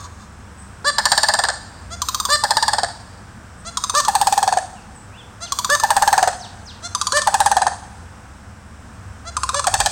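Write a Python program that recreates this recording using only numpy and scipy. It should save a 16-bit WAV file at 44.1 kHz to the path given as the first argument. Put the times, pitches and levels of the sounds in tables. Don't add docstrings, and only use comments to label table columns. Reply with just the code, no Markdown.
import sys
import numpy as np
from scipy import signal
from scipy.fft import rfft, irfft, next_fast_len
from scipy.io import wavfile
from scipy.ndimage import map_coordinates

SR = 44100
rng = np.random.default_rng(int(sys.argv[2]) if len(sys.argv) > 2 else 0)


def waveform_to_disk(signal):
    frames = np.transpose(np.atleast_2d(signal))
    scaled = np.clip(frames, -1, 1) * 32767
    samples = np.round(scaled).astype(np.int16)
    wavfile.write(sys.argv[1], SR, samples)


N = 437031
TOP_HZ = 15850


def undb(db):
    return 10 ** (np.asarray(db) / 20)


def level(x, db):
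    return x * undb(db) / np.sqrt(np.mean(x ** 2) + 1e-18)


def burst(x, db):
    return x * undb(db) / np.sqrt(np.sum(x ** 2) / (SR / 100) + 1e-18)


def add(out, start_s, x):
    i = max(int(start_s * SR), 0)
    out[i:i + len(x)] += x[:max(len(out) - i, 0)]


def colour(x, points):
    size = 2 * next_fast_len(len(x))
    hz, db = np.transpose(points)
    bin_hz = np.arange(size // 2 + 1) * SR / size
    gain_db = np.interp(np.log(bin_hz + 1), np.log(hz), db)
    cepstrum = irfft(np.log(undb(gain_db)))
    cepstrum[1:size // 2] *= 2
    cepstrum[size // 2 + 1:] = 0
    return irfft(rfft(x, size) * np.exp(rfft(cepstrum)))[:len(x)]


def band(x, low_hz, high_hz):
    sos = signal.butter(3, [low_hz, min(high_hz, SR / 2 - 100)], "band", fs=SR, output="sos")
    return signal.sosfilt(sos, x)


def walk(rate, size):
    steps = np.arange(size) * rate / SR
    points = rng.standard_normal(int(steps[-1]) + 2)
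    return map_coordinates(points, [steps], order=2, mode="nearest")


def swell(t, attack_s, hold_s, decay_s):
    rise = 1 - np.exp(-(t / attack_s) ** 2)
    return rise * np.exp(-np.maximum(t - hold_s, 0) / decay_s)


def delayed(x, lag_s):
    return np.pad(x, (int(SR * lag_s), 0))[:len(x)]


def syrinx(hz, jitter, breathy):
    phase = 2 * np.pi * np.cumsum(hz * (1 + jitter * walk(1029.4, len(hz)))) / SR
    k = np.arange(2, TOP_HZ // hz.min() + 1)[:, None]
    closures = np.sum(np.cos(k * phase) * (k * hz < SR / 2), axis=0)
    puffs = rng.standard_normal(len(hz)) * (1 + np.cos(phase)) ** 2
    return phase, level(closures, 0) + breathy * level(puffs, 0)


def bounce(x):
    return x + undb(-6.5) * delayed(x, rng.uniform(.0004, .0016))


def beats(start, end, quickening, count):
    elapsed = np.append(0, np.cumsum(np.arange(1, count) ** -quickening))
    return start + (end - start) * elapsed / elapsed[-1]


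def street():
    t = np.arange(SR * 3 // 2) / SR
    scatter = rng.standard_normal(len(t)) * undb(1.65 * rng.standard_normal(len(t)))
    near = scatter * swell(np.maximum(t - .008, 0), 0.00095, 0.053, 0.039)
    far = rng.standard_normal(len(t)) * undb(4.3 * walk(40.0, len(t))) * swell(t, 0.0057, 0.021, 0.15)
    near = colour(near, [(300, -4.5), (800, 1.5), (2500, 4), (8500, 6.5), (13000, 10.0)])
    far = colour(far, [(300, -5), (800, -8.0), (8500, -5.5), (12000, -10)])
    return undb(-7.5) * near / np.linalg.norm(near) + undb(-17) * far / np.linalg.norm(far)


def tick(db, bright_db, throat):
    t = np.arange(SR // 30) / SR
    pitch = np.interp(t, [0, .009], [1290, 1020]) * (1 + 0.016 * rng.standard_normal())
    phase, buzz = syrinx(pitch, jitter=0.053, breathy=0.24)
    tone = np.sin(phase) * swell(t, 0.00032, 0.0035, 0.0086)
    edge = bounce(colour(buzz * swell(t, 0.00052, 0.002, 0.003), throat))
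    one = burst(tone, db) + burst(edge, db + bright_db)
    return one + undb(-9.0) * delayed(one, rng.normal(.006, .0005))


# frequency [Hz], relative gain [dB].
MATE_COLOUR = [(1900, -25), (2400, -16.5), (3200, 0), (3800, 0.5), (4250, 5.5), (5000, 0.5), (5450, -2),
               (6250, 5), (7000, 2.5), (8150, -5), (8700, 3.5), (9400, -16.5), (12800, -22.5),
               (15500, -23.5)]


def earlier_call(echoes):
    return signal.fftconvolve(tick(-6.5, -6.5, MATE_COLOUR), echoes)[SR // 8:]


# frequency [Hz], relative gain [dB].
RUMBLE_COLOUR = [(15, -59), (25, -7), (81, -8.5), (101, -4), (151, -13.5), (209, -8.5), (249, -15.5),
                 (400, -26.5), (520, -51), (880, -120)]
# frequency [Hz], relative gain [dB].
HISS_COLOUR = [(180, -31), (300, -8.5), (462, -6.5), (494, 0.5), (528, -6), (774, -2.5), (1580, -2.5),
               (2030, -11), (4440, -21.5), (5340, -16), (6850, -20), (8090, -14.5), (12100, -38.5),
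               (16000, -31)]
# pitch [Hz], level [dB] against the engine's level below.
ENGINE_DRONES = [(70, -4), (91, -5.5)]
# time in seconds [s], level [dB].
ENGINE_COURSE = [(0.0, -39.5), (1.35, -45.5), (1.88, -38.5), (4.18, -47), (6.06, -47), (6.69, -38),
                 (7.3, -41.5), (9.5, -39)]


def background():
    t = np.arange(N) / SR
    rumble = level(colour(rng.standard_normal(N), RUMBLE_COLOUR), -42.0) * undb(0.35 * walk(7.5, N))
    engine = np.zeros(N)
    engine_gain = undb(np.interp(t, *np.transpose(ENGINE_COURSE)))
    for hz, db in ENGINE_DRONES:
        phase = 2 * np.pi * np.cumsum(hz * (1 + 0.0404 * walk(13, N))) / SR
        engine += level(np.sin(phase) * undb(3.7 * walk(7.4, N)), db) * engine_gain
    hiss = level(colour(rng.standard_normal(N), HISS_COLOUR), -45.0) * undb(walk(2.78, N) / 2)
    gust = level(band(rng.standard_normal(N), 35, 108), -28.0) * np.exp(-np.abs(t - 9.79) / 0.084)
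    return rumble + engine + hiss + gust


# start in seconds [s], length [s], first, middle and last
# pitch [Hz], level [dB] before the lifts below and in the mix.
DISTANT_WHISTLES = [(0.57, 0.068, 7670, 8250, 7800, -59), (3.568, 0.06, 7700, 8250, 7750, -64),
                    (4.755, 0.056, 3000, 2750, 2400, -64), (4.945, 0.045, 8660, 8000, 7730, -59),
                    (5.116, .07, 2290, 2700, 3300, -61.5), (5.17, 0.058, 3200, 3450, 2490, -56),
                    (5.421, 0.07, 7270, 4130, 2350, -50.5), (6.389, 0.087, 7100, 4330, 2370, -51.5),
                    (6.649, 0.08, 7370, 4300, 2370, -52)]


def songbirds():
    out = np.zeros(N)
    for start, length, first_hz, middle_hz, last_hz, db in DISTANT_WHISTLES:
        u = np.linspace(0, 1, int(length * SR))
        glide = np.polyfit([0, .5, 1], [first_hz, middle_hz, last_hz], 2)
        hz = np.polyval(glide, u) * (1 + 0.015 * walk(344, len(u)))
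        whistle = np.sin(np.pi * u) * np.sin(2 * np.pi * np.cumsum(hz) / SR)
        add(out, start, level(whistle, db + 11.5))
    return out


TURN_S, MATE_TURN_S = 3.3, 8.5
# frequency [Hz], relative gain [dB].
EARLY_COLOUR = [(1900, -24), (2500, -20.5), (3300, -5.5), (3900, -2), (4600, 5), (5400, -2.5),
                (6100, -12.5), (7400, -1.5), (7900, -9), (8500, 1), (9600, -14), (11500, -25)]
# frequency [Hz], relative gain [dB].
TURNED_COLOUR = [(1900, -42), (2400, -6.5), (3700, -2), (4600, 0.5), (5600, -3.5), (6450, 1.5),
                 (6950, -3.5), (8350, 2), (9200, -2.5), (9800, -13), (11500, -21.5)]


def lead_buzz(start):
    return EARLY_COLOUR if start < TURN_S else TURNED_COLOUR


def toot(row, throat, rise, droop, rough):
    _, length, top_hz, *harmonic_db, buzz_db = row
    u = np.linspace(0, 1, int(length * SR))
    scoop = 0.198 * np.exp(-u / 0.0577)
    climb = rise * np.maximum(1 - u / .66, 0) ** 1.31
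    fall = droop * np.maximum(3 * u - 2, 0) ** 2
    pitch = top_hz * (1 - scoop - climb - fall)
    hoarse = rough * (.05 + (2 * u - 1) ** 4)
    phase, buzz = syrinx(pitch, jitter=0.056 * hoarse, breathy=1.2 * hoarse)
    effort = np.interp(u, [0, .05, .55, .9, 1], [0.2, 0.28, 0.87, 0.58, 0])
    tone = sum(level(effort * np.sin(k * phase), db) for k, db in enumerate(harmonic_db, 1))
    edge = bounce(band(colour(buzz * effort ** 2, throat), top_hz, 9500))
    return tone + level(edge, buzz_db)


# start in seconds [s], length [s], pitch at the top of the arch [Hz],
# levels of harmonics 1, 2 and 3 [dB], level of the buzz [dB], all levels before a common lift.
LEAD_TOOTS = [(0.845, 0.064, 589, -33, -27, -25, -26), (2.287, 0.08, 598, -32.5, -24.5, -27, -23),
              (3.939, 0.071, 598, -32.5, -23, -31.5, -26), (5.693, 0.067, 592, -28.5, -28, -22, -27.5),
              (7.128, .074, 598, -27.5, -31.5, -25.5, -28.5), (9.532, 0.074, 581.5, -34, -38, -37.5, -33)]
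# start in seconds [s], pitch at the top of the arch [Hz], buzz level [dB].
MATE_TOOTS = [(1.901, 693, -35), (3.647, 687, -34.5), (5.403, 696, -32.5), (6.823, 703, -31.5),
              (9.248, 690, -37)]


def toots():
    out = np.zeros(N)
    for row in LEAD_TOOTS:
        note = toot(row, lead_buzz(row[0]), rise=.085, droop=0.06, rough=1.63)
        add(out, row[0], undb(5.5) * note)
    for start, top_hz, buzz_db in MATE_TOOTS:
        row = (start, .057, top_hz, -41, -37.5, -47, buzz_db)
        add(out, start, toot(row, MATE_COLOUR, rise=0.094, droop=0.0043, rough=0.52))
    return out


def flutter(hz, db):
    t = np.arange(SR // 50) / SR
    return burst(np.sin(2 * np.pi * 1.016 * hz * t) * swell(t, 0.0012, 0, 0.00092), db - 19)


FRESH_PULSE_S, SPENT_PULSE_S, SPENT_JITTER = .0068, .0032, .06
# frequency [Hz], relative gain [dB].
PIPE_COLOUR = [(330, -58), (600, 4.5), (850, -1), (1150, -1), (1450, -3), (1760, 8), (2000, -9),
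               (2400, -25), (4000, -55)]


def pulse(hz, glide, spent, tone_db, pipe_db, buzz_db, throat):
    t = np.arange(SR // 25) / SR
    length = FRESH_PULSE_S + (SPENT_PULSE_S - FRESH_PULSE_S) * spent
    hoarse = np.interp(tone_db, [-15, -9], [.09, .02]) + SPENT_JITTER * spent ** 2
    pitch = hz * (.88 + 0.29 * glide * np.exp(-t / 0.00524))
    _, buzz = syrinx(pitch, jitter=0.026, breathy=1.0)
    slack_phase, rasp = syrinx(pitch, jitter=hoarse, breathy=1.65)
    tone = np.sin(slack_phase) * swell(t, 0.00046, 1.19 * length, 0.0079)
    pipe = colour(rasp * swell(t, 0.00055, 1.78 * length, 0.011), PIPE_COLOUR)
    edge = bounce(colour(buzz * swell(t, 0.00065, 0.21 * length, 0.0051), throat))
    return burst(band(tone, 415, 4000), tone_db) + burst(pipe, pipe_db) + burst(edge, buzz_db)


def snap(db, throat):
    t = np.arange(SR // 25) / SR
    _, buzz = syrinx(np.full(len(t), 850.), jitter=0.036, breathy=1.0)
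    buzz = buzz * swell(t, 0.00072, 0.00073, 0.0032)
    return burst(colour(buzz, throat), db) + burst(colour(buzz, PIPE_COLOUR), db + 0.5)


RATTLE_QUICKENING = .18
SPENT_HZ, SPENT_TONE_DB, SPENT_TOP_DB = 779, -2.2, -17
FIRST_BUZZ_DB = -3
DYING_GAP_S, DYING_PULSE_DB = .053, -19.5
PITCH_SCATTER, GLIDE_SCATTER, LEVEL_SCATTER_DB = .018, .18, .8
SNAP_LAG_S, SNAP_SCATTER_S, FRESH_SNAP_DB, SPENT_SNAP_DB = .0125, .001, -17, -14.5
# start in seconds [s], end [s], pulse count, reference pitch of the
# first pulse [Hz] (each pulse falls from above its reference to below), fundamental level [dB],
# windpipe level [dB], buzz level [dB], sag of the buzz by the end [dB].
LEAD_RATTLES = [(0.9823, 1.485, 10, 934.4, -15.5, -14.5, -10.5, -7.5),
                (2.4366, 2.832, 8, 932.3, -12, -17.5, -12.5, -6.5),
                (4.0816, 4.571, 10, 872.3, -8.5, -24, -14.5, -10),
                (5.8347, 6.274, 9, 880.3, -8, -16, -14.5, -5.5),
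                (7.2715, 7.666, 8, 876.4, -8, -18, -15, -8),
                (9.6686, 10.116, 9, 836.3, -13.5, -19, -12, -6)]


def rattle():
    out = np.zeros(N)
    for start, end, count, first_hz, tone_db, pipe_db, buzz_db, sag_db in LEAD_RATTLES:
        count = round(count)
        chance = rng.standard_normal((count + 1, 4))
        times = [*beats(start, end, RATTLE_QUICKENING, count), end + DYING_GAP_S]
        for k, s in enumerate(times):
            spent = min(k / (count - 1), 1) ** 2.12
            hz = (first_hz + (SPENT_HZ - first_hz) * spent) * (1 + PITCH_SCATTER * chance[k, 0])
            glide = 1 + GLIDE_SCATTER * chance[k, 3]
            push = LEVEL_SCATTER_DB * chance[k, 1] + DYING_PULSE_DB * (k == count)
            body = push + SPENT_TONE_DB * spent ** 2
            edge = push + sag_db * spent + FIRST_BUZZ_DB * (k == 0)
            throat = [(f, db + SPENT_TOP_DB * spent * (f > 10000)) for f, db in lead_buzz(start)]
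            add(out, s - .005, flutter(hz, tone_db + body))
            add(out, s, pulse(hz, glide, spent, tone_db + body, pipe_db + body, buzz_db + edge, throat))
            snap_db = buzz_db + push + FRESH_SNAP_DB + (SPENT_SNAP_DB - FRESH_SNAP_DB) * spent
            snap_lag = SNAP_LAG_S + SNAP_SCATTER_S * chance[k, 2]
            add(out, s + snap_lag, snap(snap_db, throat))
    return out


TICK_COUNT, TICK_QUICKENING, LAST_TICK_DB = 6, .195, -3.5
# start in seconds [s], end [s], level of the fundamental [dB],
# buzz over the fundamental [dB].
MATE_TICKS = [(2.018, 2.301, -20.5, 1.5), (3.7713, 4.049, -20.5, 2), (5.521, 5.798, -19.5, 1),
              (6.9485, 7.217, -19.5, 1.5), (9.3669, 9.642, -17.5, -4.5)]


def ticks():
    out = np.zeros(N)
    for start, end, db, bright_db in MATE_TICKS:
        throat = MATE_COLOUR if start < MATE_TURN_S else TURNED_COLOUR
        for k, s in enumerate(beats(start, end, TICK_QUICKENING, TICK_COUNT), 1):
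            add(out, s, tick(db + LAST_TICK_DB * (k == TICK_COUNT), bright_db, throat))
    return out


# time in seconds [s],
# change around 10 kHz [dB], change above 11 kHz [dB].
TREBLE_COURSE = [(1.2, -5, -5), (2.2, -6, 11), (2.5, 0.5, -2), (3.8, -2, -1), (4.2, 1, 5.5), (6.2, -1, 7),
                 (6.9, 8.5, -2), (7.6, 5.5, -8), (9.4, 5, -8), (9.7, -5, -10)]


def beam(x):
    high = signal.sosfiltfilt(signal.butter(3, [9200, 11000], "band", fs=SR, output="sos"), x)
    top = signal.sosfiltfilt(signal.butter(6, 11000, "high", fs=SR, output="sos"), x)
    t = np.arange(N) / SR
    times, high_db, top_db = np.transpose(TREBLE_COURSE)
    high_change = undb(np.interp(t, times, high_db)) - 1
    top_change = undb(np.interp(t, times, top_db)) - 1
    return x + high_change * high + top_change * top


def scene():
    echoes = street()
    cranes = beam(rattle() + ticks() + toots())
    birds = songbirds()
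    direct = cranes + undb(-1.5) * birds
    reflected = signal.fftconvolve(cranes + 1.8 * birds, echoes)[:N]
    out = direct + reflected + background()
    add(out, 0, earlier_call(echoes))
    return out[None]


def record(dry):
    ceiling = 0.63
    dry = signal.sosfilt(signal.butter(4, 36, "high", fs=SR, output="sos"), dry)
    squeezed = dry / (1 + (dry / ceiling) ** 6) ** (1 / 6)
    return signal.sosfilt(signal.ellip(10, .2, 70, TOP_HZ, fs=SR, output="sos"), squeezed)


dry = scene()
out = record(dry)
waveform_to_disk(out)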